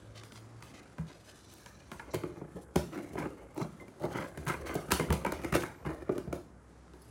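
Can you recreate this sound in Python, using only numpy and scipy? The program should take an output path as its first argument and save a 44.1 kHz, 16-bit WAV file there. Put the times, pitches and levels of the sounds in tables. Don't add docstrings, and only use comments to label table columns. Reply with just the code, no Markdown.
import sys
import numpy as np
from scipy import signal
from scipy.fft import rfft, irfft, next_fast_len
from scipy.io import wavfile
from scipy.ndimage import uniform_filter1d, map_coordinates

SR = 44100
rng = np.random.default_rng(int(sys.argv[2]) if len(sys.argv) > 2 else 0)


def output_pcm(signal):
    pcm = np.clip(np.atleast_2d(signal).T, -1, 1) * 32767
    wavfile.write(sys.argv[1], SR, np.round(pcm).astype(np.int16))


def convert_level_to_amplitude(level_db):
    exponent = np.asarray(level_db, float) / 20
    return 10 ** exponent


N = 313110
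TIME = np.arange(N) / SR
SHUT_S = 2.2

# [f/Hz, width/Hz, level/dB]
BOX = [(118, 63, -4.5), (180.5, 95, -3.5), (282, 143, -3), (360.5, 100, -0.5), (456, 23, -2),
       (554.4, 90, -6), (735, 66, -4.5), (749, 190, -5.5)]
# [f/Hz, width/Hz, level/dB]
BOARD = [(840, 197, -0.5), (980, 101, 6), (1243, 304, 1), (1570, 281, 5), (1753, 340, 0.5), (2128, 140, 2),
         (2400, 132, -3), (2940, 410, -10)]
# [t/s, pressure/dB, nail over pad/dB]
HAND = [(0.0, -58, -3), (0.9, -61, -1), (1.54, -63, 5.5), (1.98, -52, -8), (2.16, -48.5, 0),
        (2.7, -57.5, -0.5), (3.1, -54, 2.5), (3.37, -51, -1.5), (3.87, -59, 0), (4.67, -42, -2),
        (4.88, -49.5, 5.5), (5.12, -45, -12), (5.52, -44, 3.5), (5.75, -57, -17), (5.91, -49, 5.5),
        (6.25, -52, -15), (6.52, -67, -6), (7.1, -74, 3.5)]


def unit(x):
    return x / np.sqrt(np.mean(x ** 2) + 1e-20)


def peak(x):
    return x / np.abs(x).max()


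def along(points, hz):
    f, v = np.transpose(points)
    return np.interp(np.log(hz + 1), np.log(f + 1), v)


def curves(rows):
    s, *cols = np.transpose(rows)
    return [np.interp(TIME, s, c) for c in cols]


def wobble(rate):
    knots = rng.standard_normal(int(N * rate / SR) + 4)
    return map_coordinates(knots, [TIME * rate])


def filtered(x, response):
    m = next_fast_len(len(x) + 4096)
    return irfft(rfft(x, m) * response(np.fft.rfftfreq(m, 1 / SR)), m)[:len(x)]


def above(corner_hz):
    return lambda hz: 1 / (1 + (corner_hz / (hz + 1)) ** 6)


def add_at(out, s, sound):
    out[..., round(s * SR):][..., :sound.shape[-1]] += sound


def body(modes, soft_hz):
    def response(f):
        ring = 0
        for k, (centre, width, db) in enumerate(modes):
            loss = 1j * f * width
            ring = ring + (-1) ** k * convert_level_to_amplitude(db) * loss / (centre * centre - f * f + loss)
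        return ring / (1 + 1j * f / soft_hz) ** 3
    return response


def paper(hz):
    # [f/Hz, level per Hz/dB]
    skin_colour = [(1530, -5), (2600, -3.5), (3420, -4), (4100, -4), (5600, -6.5), (6090, -3.5),
                   (6620, -5.5), (7370, -5), (8710, -4.5), (9400, -3.5), (10500, -2), (11300, -6),
                   (16000, -6)]
    return convert_level_to_amplitude(along(skin_colour, hz))


def grit(rate, spread_db, smooth):
    chance = rng.random(N)
    size = np.clip(rng.standard_normal(N), -2, 2)
    slips = (chance < rate / SR) * convert_level_to_amplitude(spread_db * size) * rng.choice([-1, 1], N)
    rubbing = unit(slips) + smooth * rng.standard_normal(N)
    clump_db, grain_db = 2 * wobble(60), 1.8 * wobble(170)
    return unit(rubbing * convert_level_to_amplitude(clump_db + grain_db))


def shaken(level, slips, response):
    return filtered(level * slips, response) / np.std(filtered(slips, response))


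def glide(rows, unsteady_db):
    hz, db = curves(rows)
    on = np.clip(np.minimum(TIME - rows[0][0] + 0.021, rows[-1][0] - TIME) / 0.023, 0, 1)
    level = np.sqrt(2) * on * convert_level_to_amplitude(db + unsteady_db * wobble(25.0))
    return level * np.sin(2 * np.pi * np.cumsum(hz) / SR)


def lull():
    # [middle t/s, hiss level/dB, half length/s]
    hiss_dips = [(2.45, -6, .06), (2.677, -14, 0.04), (3.46, -6, .04), (4.34, -3, .04), (5.8, -1, .05),
                 (6.58, -8, 0.093)]
    return convert_level_to_amplitude(sum(db * np.exp(-((TIME - s) / half) ** 2) for s, db, half in hiss_dips))


def background():
    # [f/Hz, level per Hz/dB]
    air_colour = [(60, -0.5), (130, -21.5), (300, -27), (600, -34), (1500, -39.5), (2600, -51),
                  (4000, -53.5), (5500, -53), (6800, -53.5), (10500, -59.5), (12000, -80), (14500, -88)]
    # [f/Hz, width/Hz, level/dB]
    cavity = [(58.1, 33, 4), (87, 23, -2)]
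    air = filtered(rng.standard_normal(N), lambda hz: convert_level_to_amplitude(along(air_colour, hz)) * (hz > 95))
    air = convert_level_to_amplitude(-56.5 + wobble(3.79)) * unit(air)
    hiss = filtered(air, lambda hz: above(2300)(hz) / (1 + (hz / 6500) ** 6))
    air = air + (lull() - 1) * hiss
    press_db = curves(HAND)[0]
    hand_boom = convert_level_to_amplitude(-52.5 + 0.85 * (press_db - press_db.mean()))
    engine_boom = convert_level_to_amplitude(-49 - 29 * TIME)
    boom = unit(filtered(rng.standard_normal(N), lambda hz: body(cavity, soft_hz=400)(hz) ** 2))
    return air + np.hypot(hand_boom, engine_boom) * boom


def drone():
    # [t/s, f/Hz, level/dB]
    engine = [(0.0, 106.4, -53.5), (0.268, 110.4, -49.5), (0.32, 109.7, -67), (0.362, 110.7, -51),
              (0.512, 112.9, -51), (0.726, 122.5, -57), (0.78, 121, -98)]
    return glide(engine, unsteady_db=2)


def strokes():
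    # [t/s, level/dB, rise/s, fall/s]
    pushes = [(2.359, -35, 0.018, 0.023), (2.549, -28.5, 0.016, 0.035), (3.23, -27, 0.023, 0.044),
              (3.55, -26, 0.018, 0.023), (3.792, -30.5, 0.022, 0.022), (3.986, -23.5, 0.044, 0.15),
              (4.016, -18, 0.032, 0.021), (4.509, -27.5, .027, 0.07), (4.58, -31.5, 0.025, 0.076),
              (5.28, -33, 0.027, 0.032), (5.91, -33.5, 0.0086, 0.15), (6.017, -25, 0.0057, 0.011),
              (6.147, -25.5, 0.0092, 0.036), (6.347, -34, .01, 0.046)]
    # [t/s, box wall/dB, board/dB, paper/dB, fall/s]
    skids = [(2.136, -21, -54, -39, 0.015), (3.592, -22.5, -46, -52, 0.039), (4.95, -36, -49, -56.5, .07),
             (5.124, -34, -47, -39, 0.022), (5.533, -19, -22, -29, 0.027), (5.851, -26, -36, -54, 0.04)]
    # [t/s, box wall/dB, board/dB, paper/dB, fall/s]
    scrapes = [(1.5, -52, -59, -59, 0.16), (2.905, -30.5, -41.5, -51.5, 0.097),
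               (3.02, -47, -65, -70, 0.015), (3.16, -25, -34.5, -50.5, 0.069),
               (4.1, -33.5, -38, -48.5, 0.11), (4.14, -37, -36, -44.5, 0.06),
               (4.185, -28, -37, -47.5, 0.045), (4.461, -34, -24, -39.5, 0.063),
               (4.648, -30.5, -32, -42, 0.074), (4.76, -37, -59, -60, 0.03),
               (5.585, -39, -39, -41.5, 0.048), (5.647, -46.5, -50, -59.5, 0.14),
               (5.87, -45, -46, -57, 0.087), (3.36, -50, -50.5, -66, 0.036), (6.1, -45, -52, -57, .04)]
    # [t/s, board/dB, paper/dB, fall/s]
    rustles = [(0.141, -56.5, -45, 0.069), (0.329, -54.5, -50, 0.05), (0.629, -59, -53, 0.18),
               (0.72, -51.5, -48, 0.079), (1.059, -53.5, -48, 0.074), (1.264, -53, -54.5, 0.056),
               (1.44, -70, -61, 0.11), (1.775, -69, -57.5, 0.041)]
    rows = [(s, db, db - 28, db - 28.5, -0.5, rise, fall) for s, db, rise, fall in pushes]
    rows += [(*levels, 0, 0.012, fall) for *levels, fall in skids]
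    rows += [(*levels, 0, 0.027, fall) for *levels, fall in scrapes]
    rows += [(s, db + 9.5, db, paper_db, -21, 0.028, fall) for s, db, paper_db, fall in rustles]
    power = np.zeros((4, N))
    for s, wall_db, board_db, paper_db, top_db, rise, fall in rows:
        rise, fall = np.clip([rise, fall], .006, .15)
        near = slice(round(s * SR), round((s + .6) * SR))
        t = TIME[near] - s
        swell = np.sin(np.pi / 2 * np.clip(t / rise, 0, 1)) ** 2
        fade = np.exp(-(np.clip(t - rise, 0, None) / fall) ** 1.35)
        level_db = [[wall_db - 13.5], [board_db - 7.5], [paper_db - 5.5], [paper_db + top_db]]
        power[:, near] += (convert_level_to_amplitude(level_db) * swell * fade) ** 2
    return power


def drag():
    press_db, nail_db = curves(HAND)
    mean_db = press_db.mean()
    fidget_db = 2.5 * wobble(7.8)
    skin_db = fidget_db + mean_db + 0.38 * (press_db - mean_db)
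    shut_db = -7 * np.clip((TIME - SHUT_S) / 0.16, 0, 1)
    dull_db = skin_db + nail_db - 13 + shut_db
    bright_db = skin_db + 1.5 * nail_db - 21
    wall, board, skin, top = strokes()
    wall_level = np.sqrt(wall + convert_level_to_amplitude(press_db - 3.5) ** 2)
    board_level = np.sqrt(board + convert_level_to_amplitude(press_db - 11.5) ** 2)
    skin_level = np.sqrt(0.47 * skin + (lull() * convert_level_to_amplitude(dull_db)) ** 2)
    slips = grit(rate=700, spread_db=4.0, smooth=0.71)
    fine = grit(rate=1300, spread_db=3.0, smooth=1.2)
    high = above(7000)
    low_paper = lambda hz: paper(hz) * (1 - high(hz))
    high_paper = lambda hz: paper(hz) * high(hz)
    resting_paper = lambda hz: high_paper(hz) / (1 + (hz / 12000) ** 8)
    return (shaken(wall_level, slips, body(BOX, soft_hz=1280))
            + shaken(board_level, slips, body(BOARD, soft_hz=3960))
            + shaken(skin_level, fine, low_paper)
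            + shaken(np.sqrt(0.031 * top), fine, high_paper)
            + shaken(convert_level_to_amplitude(bright_db), fine, resting_paper))


def catches():
    # [t/s, peak level/dB, ring f/Hz, paper level/dB]
    ridges = [(0.16, -51, 1770, -54), (0.376, -44, 1190, -56), (0.606, -48, 1130, -61),
              (0.9335, -59, 1430, -69), (0.9825, -46, 1200, -59), (1.5828, -49, 1480, -54),
              (1.6596, -44, 3400, -56), (1.916, -34, 1460, -49), (1.9332, -38, 1490, -60),
              (2.144, -30, 1340, -35), (2.1544, -29, 1480, -45), (2.2362, -34, 1180, -60),
              (2.929, -45, 1240, -58), (2.9567, -37, 1570, -58), (2.9874, -36.5, 1380, -57),
              (3.1792, -35, 1380, -57), (3.3757, -52, 1430, -69), (3.7673, -59, 1270, -65),
              (3.9978, -49, 1260, -55), (4.0218, -42, 1540, -51), (4.0533, -31, 1150, -47),
              (4.1116, -37, 1350, -59), (4.135, -39, 1450, -56), (4.1704, -36, 1220, -56),
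              (4.1989, -32, 1310, -53), (4.224, -31.5, 1630, -57), (4.4709, -23, 1390, -46),
              (4.5184, -26, 1280, -53), (4.6628, -38, 1100, -56), (4.6713, -36, 1360, -52),
              (4.914, -20, 1670, -27), (4.9367, -24, 1740, -30), (4.9965, -30, 1990, -39),
              (5.1033, -21, 1660, -39), (5.124, -23, 1510, -38), (5.248, -25, 2160, -43),
              (5.3206, -29, 1660, -38), (5.4171, -38, 1760, -53), (5.445, -28, 1990, -45),
              (5.5405, -20, 1700, -38), (5.6226, -28, 2170, -48), (5.8621, -33, 1310, -59),
              (6.1802, -36, 1420, -43), (6.3535, -46, 1490, -56), (6.8798, -47, 1210, -73)]
    out, t = np.zeros(N + SR), np.arange(SR // 25) / SR
    for s, db, hz, paper_db in ridges:
        burst = rng.standard_normal((2, len(t))) * (1 - np.exp(-t / .0004)) * convert_level_to_amplitude(-60 * t / 0.0094)
        ring = peak(filtered(burst[0], body([(hz, 0.37 * hz, 0)], soft_hz=5000)))
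        spark = peak(filtered(burst[1], paper))
        add_at(out, s, convert_level_to_amplitude(db - 5.5) * ring + convert_level_to_amplitude(paper_db + 4) * spark)
    return out[:N]


def taps():
    # [t/s, board peak/dB, knock/dB, nail crack/dB]
    centre = [(0.32, -49, -50, -49.5), (0.375, -55, -70, -55.5), (0.623, -40, -59, -49.5),
              (0.981, -37, -39.5, -55), (1.536, -62, -69, -62), (1.659, -41.5, -58, -47),
              (1.915, -32.5, -43.5, -45), (2.142, -30, -34, -41), (3.614, -35.5, -33.5, -51),
              (3.88, -56, -48.5, -62), (4.464, -29, -40.5, -52), (4.477, -46, -38.5, -42),
              (4.884, -44, -38.5, -59), (5.102, -22.5, -27, -43), (5.262, -24, -31, -45),
              (5.523, -21.5, -28, -41), (5.849, -30, -40, -64), (6.274, -55, -37.5, -69)]
    # [t/s, board peak/dB, knock/dB, nail crack/dB]
    midway = [(0.234, -60, -57, -46), (2.235, -36.5, -32, -61), (2.414, -61, -36.5, -81),
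              (2.757, -20, -22.5, -32.5), (2.974, -31.5, -40, -54), (3.028, -52, -45, -62),
              (3.132, -48, -43, -56), (3.153, -46, -34.5, -62), (3.576, -41, -33.5, -49.5),
              (4.037, -36.5, -34, -57), (4.152, -35, -35, -66), (4.373, -38, -39, -48.5),
              (4.497, -22, -39.5, -46), (4.752, -41, -31, -41), (4.917, -16, -29.5, -23),
              (5.006, -52, -30.5, -55), (5.39, -39, -42.5, -67), (5.445, -28, -32.5, -46.5),
              (5.634, -26, -40.5, -47), (6.092, -38, -25, -64), (6.178, -36, -33, -50),
              (6.934, -52, -50, -59)]
    # [t/s, board peak/dB, knock/dB, nail crack/dB]
    edge = [(1.995, -32.5, -57, -55.5), (2.135, -28, -35, -49), (3.178, -28.5, -46, -66),
            (3.224, -32, -41.5, -62), (4.905, -25, -35, -40), (4.995, -21.5, -29, -45),
            (5.125, -25.5, -30, -36), (5.247, -20, -31, -47), (5.32, -23.5, -31, -40.5),
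            (5.434, -37, -39, -54), (5.549, -25, -22, -34.5), (6.326, -32, -31, -42.5)]
    # (contacts, knock pitch in Hz, contact length in s)
    spots = [(centre, 170, 0.0241), (midway, 297.7, 0.02274), (edge, 496, 0.02158)]
    hits = [(*row, hz, length) for rows, hz, length in spots for row in rows]
    out, t = np.zeros((3, N + SR)), np.arange(SR // 8) / SR
    for s, board_db, knock_db, crack_db, knock_hz, length in hits:
        noise = rng.standard_normal((3, len(t)))
        close = 2.1 < s < 6.5
        bright_hz, crack_shape = (18000, 1.3) if close else (6500, 2.5)
        skin = lambda hz: paper(hz) / (1 + (hz / bright_hz) ** 3)
        touch = (1 - np.exp(-t / (0.069 * length))) * convert_level_to_amplitude(-60 * t / length)
        push = np.exp(-((t - 0.2462 * length) / 0.00041) ** 2)
        push = push + 3.23 * noise[0] * touch ** 0.8
        knock = peak(filtered(push, body([(knock_hz, 95, 3)] + BOX, soft_hz=1120)))
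        rattle = peak(filtered(noise[1] * touch, body(BOARD, soft_hz=4100)))
        crack = peak(filtered(noise[2], skin) * (1 - np.exp(-t / 0.002)) * touch ** crack_shape)
        parts = [convert_level_to_amplitude(knock_db + 7.5) * knock, convert_level_to_amplitude(board_db - 2.5) * rattle, convert_level_to_amplitude(crack_db + 9.5) * crack]
        add_at(out, s, np.array(parts) * np.cos(np.pi * t / t[-1] / 2))
    return out[:, :N]


def room(x):
    # [f/Hz, t60/s]
    room_t60 = [(100, 0.56), (500, 0.27), (2000, 0.31), (8000, 0.15), (16000, 0.14)]
    hz, t, z = signal.stft(rng.standard_normal((2, SR // 2)), SR, nperseg=256)
    decay = convert_level_to_amplitude(-60 * t / along(room_t60, hz)[:, None])
    tails = signal.istft(z * decay, SR, nperseg=256)[1]
    turn = 2 * np.pi * 1.7 * TIME
    late = np.pad(x * [np.cos(turn), np.sin(turn)], ((0, 0), (350, 0)))
    wet = signal.fftconvolve(late, tails, axes=1)
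    return wet.sum(0)[:N] / np.linalg.norm(tails[0])


def scatter(x, t60, colour):
    keep = convert_level_to_amplitude(-120 / (t60 * SR))
    energy = signal.lfilter([1 - keep], [1, -keep], np.pad(x ** 2, (300, 0))[:N])
    level = np.sqrt(np.abs(uniform_filter1d(energy, size=200)))
    return level * unit(filtered(rng.standard_normal(N), colour))


def wash(rattle, crack):
    far_paper = lambda hz: paper(hz) / (1 + (hz / 12000) ** 3)
    board_wash = scatter(rattle, t60=0.28, colour=body(BOARD, soft_hz=3460))
    paper_wash = scatter(crack, t60=0.39, colour=far_paper)
    return convert_level_to_amplitude(-4.5) * board_wash + convert_level_to_amplitude(-2.5) * paper_wash


def patches(x, depth_db):
    z = signal.stft(x, nperseg=512)[2]
    field = uniform_filter1d(rng.standard_normal(z.shape), size=2, axis=0)
    field = uniform_filter1d(field, size=30, axis=1)
    hz = np.linspace(0, SR / 2, len(z))[:, None]
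    depth_db = depth_db / (1 + (hz / 7000) ** 2) ** .5
    gain_db = depth_db * unit(field) - depth_db ** 2 * np.log(10) / 20
    return signal.istft(z * convert_level_to_amplitude(gain_db), nperseg=512)[1][:N]


def pings():
    # [t/s, peak level/dB, f/Hz, t60/s]
    nail_tips = [(0.31, -36, 1510, 0.073), (1.918, -29, 1400, 0.084), (1.9957, -21, 1680, 0.058),
                 (3.8816, -34, 2300, 0.033), (6.0933, -14.5, 1200, 0.033), (3.8, -31, 2070, .2),
                 (4.998, -18, 2100, 0.11), (5.262, -21, 2300, 0.16), (5.447, -24, 2100, .12),
                 (3.222, -25, 2250, 0.066), (5.045, -26, 1900, .06), (5.088, -22, 1400, .03),
                 (5.5, -28, 2100, .06), (6.0935, -14, 800, .04), (2.2357, -22, 1200, .03),
                 (5.634, -18, 1100, .03), (6.327, -26, 2300, .025), (2.759, -10, 800, .05),
                 (1.7, -35, 1560, .03)]
    out, t = np.zeros(N + SR), np.arange(SR // 4) / SR
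    for s, db, hz, t60 in nail_tips:
        wander = np.cumsum(0.018 * rng.standard_normal(len(t)))
        add_at(out, s, convert_level_to_amplitude(db - 17.5 - 60 * t / t60) * np.sin(2 * np.pi * hz * t + wander))
    return out[:N]


def snaps():
    # [t/s, peak level/dB, lowest f/Hz]
    fibres = [(0.829, -58, 11000), (1.537, -42, 6000), (2.27, -61, 8000), (3.545, -50, 6000),
              (3.56, -52, 6000), (3.725, -60, 2000), (4.452, -47, 8000), (4.612, -56, 9000),
              (4.742, -31, 7000), (4.885, -56, 2000), (5.633, -42, 7000), (6.354, -48, 5000),
              (1.555, -56, 3500), (1.61, -57, 3500), (1.635, -58, 3000), (1.69, -58, 3000),
              (5.553, -36, 3000)]
    out, t = np.zeros(N + SR), np.arange(SR // 20) / SR
    for s, db, hz in fibres:
        hiss = filtered(rng.standard_normal(len(t)), above(hz))
        add_at(out, s, convert_level_to_amplitude(db) * peak(hiss * (1 - np.exp(-t / .0007)) * convert_level_to_amplitude(-60 * t / 0.018)))
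    return out[:N]


def thuds():
    # [t/s, wall peak/dB, wall f/Hz, air level/dB]
    blows = [(0.988, -24, 161.7, -39.5), (2.16, -31, 104, -48), (2.549, -32.5, 179, -50),
             (2.76, -20.5, 172.5, -30), (3.153, -40, 146, -59), (3.229, -38, 145, -45),
             (3.611, -25, 155, -63), (4.056, -30, 178, -46), (4.389, -35, 147, -41.5),
             (4.466, -25.5, 129, -63), (4.756, -28, 168, -47), (4.92, -22.5, 181, -30.5),
             (5.096, -26, 127, -22.5), (5.119, -37, 120, -33.5), (5.524, -42, 184, -34),
             (5.55, -45, 188, -47), (5.862, -24, 152, -39), (6.091, -32, 194, -60),
             (6.273, -29.5, 138, -37.5), (6.329, -45, 128, -45)]
    out, t = np.zeros(N + SR), np.arange(SR // 2) / SR
    for s, wall_db, hz, air_db in blows:
        t60 = 0.14 * (151 / hz) ** 0.49
        if s < SHUT_S / 2:
            t60 *= 1.63
        wall = convert_level_to_amplitude(wall_db - 60 * t / t60) * (1 - np.exp(-t / 0.006)) * np.sin(2 * np.pi * hz * t)
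        air_hz = 71 * convert_level_to_amplitude(rng.normal(0, 0.11))
        air = convert_level_to_amplitude(air_db + 10.0 - 60 * t / 0.21) * (1 - np.exp(-t / 0.0056)) * np.sin(2 * np.pi * air_hz * t)
        add_at(out, s, wall + air)
    return out[:N]


def tape():
    # [f/Hz, width/Hz, level/dB]
    tape_modes = [(4030, 170, -0.5), (5850, 420, -1.5), (7600, 300, -8)]
    # [middle t/s, level/dB, half length/s]
    creaks = [(1.525, -67, 0.19), (1.79, -70.5, 0.11), (2.121, -62, 0.02), (2.357, -73, 0.058),
              (3.61, -57, 0.032)]
    level = sum(convert_level_to_amplitude(db) * np.exp(-((TIME - s) / half) ** 2) for s, db, half in creaks)
    return shaken(level, grit(rate=990, spread_db=2.0, smooth=0.77), body(tape_modes, soft_hz=15000))


def squeak():
    # [t/s, f/Hz, level/dB]
    skin_slip = [(5.755, 11750, -79), (5.782, 12100, -75), (5.797, 12400, -74), (5.815, 12150, -76),
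                 (5.85, 11800, -79)]
    return glide(skin_slip, unsteady_db=1.5)


def hum():
    # [t/s, f/Hz, level/dB]
    appliance = [(6.42, 61.5, -54), (6.65, 62, -50.5), (6.85, 63, -51), (7.12, 65, -53.5)]
    return glide(appliance, unsteady_db=2.5)


def bell():
    # [f/Hz, level/dB, t60/s]
    shell = [(4470, -9, 0.15), (5070, -4, .1), (10700, -0.5, 0.049), (12900, -13, .2), (15600, -26, .06)]
    # [t/s, peak level/dB]
    tinkles = [
        (6.9948, -61),
        (7.019, -45),
    ]
    out, t = np.zeros(N + SR), np.arange(SR // 4) / SR
    for s, db in tinkles:
        ring = 0.6 * convert_level_to_amplitude(-60 * t / 0.025) * np.diff(rng.standard_normal(len(t) + 1))
        for hz, level_db, t60 in shell:
            ring += convert_level_to_amplitude(level_db + rng.normal(0, 2.2) - 60 * t / t60) * np.sin(2 * np.pi * hz * t)
        add_at(out, s, convert_level_to_amplitude(db - 11.5) * ring)
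    return out[:N]


def scene():
    knock, rattle, crack = taps()
    board = patches(rattle + wash(rattle, crack) + drag(), depth_db=4.0)
    box = board + catches() + pings() + snaps() + tape() + crack + knock + convert_level_to_amplitude(-7.0) * room(knock) + thuds()
    faint = background() + drone() + squeak() + hum() + bell()
    return (box + faint)[None]


def low_pass(x):
    return signal.sosfilt(signal.butter(12, 16640, fs=SR, output="sos"), x)


def record(dry):
    bass_cut = lambda hz: (1j * hz / (50 + 1j * hz)) ** 4
    top_cut = lambda hz: np.clip((16350 - hz) / 500, 0, 1) ** 2
    mix = filtered(dry[0], lambda hz: bass_cut(hz) * top_cut(hz))
    return low_pass(mix[None])


dry = scene()
out = record(dry)
output_pcm(out)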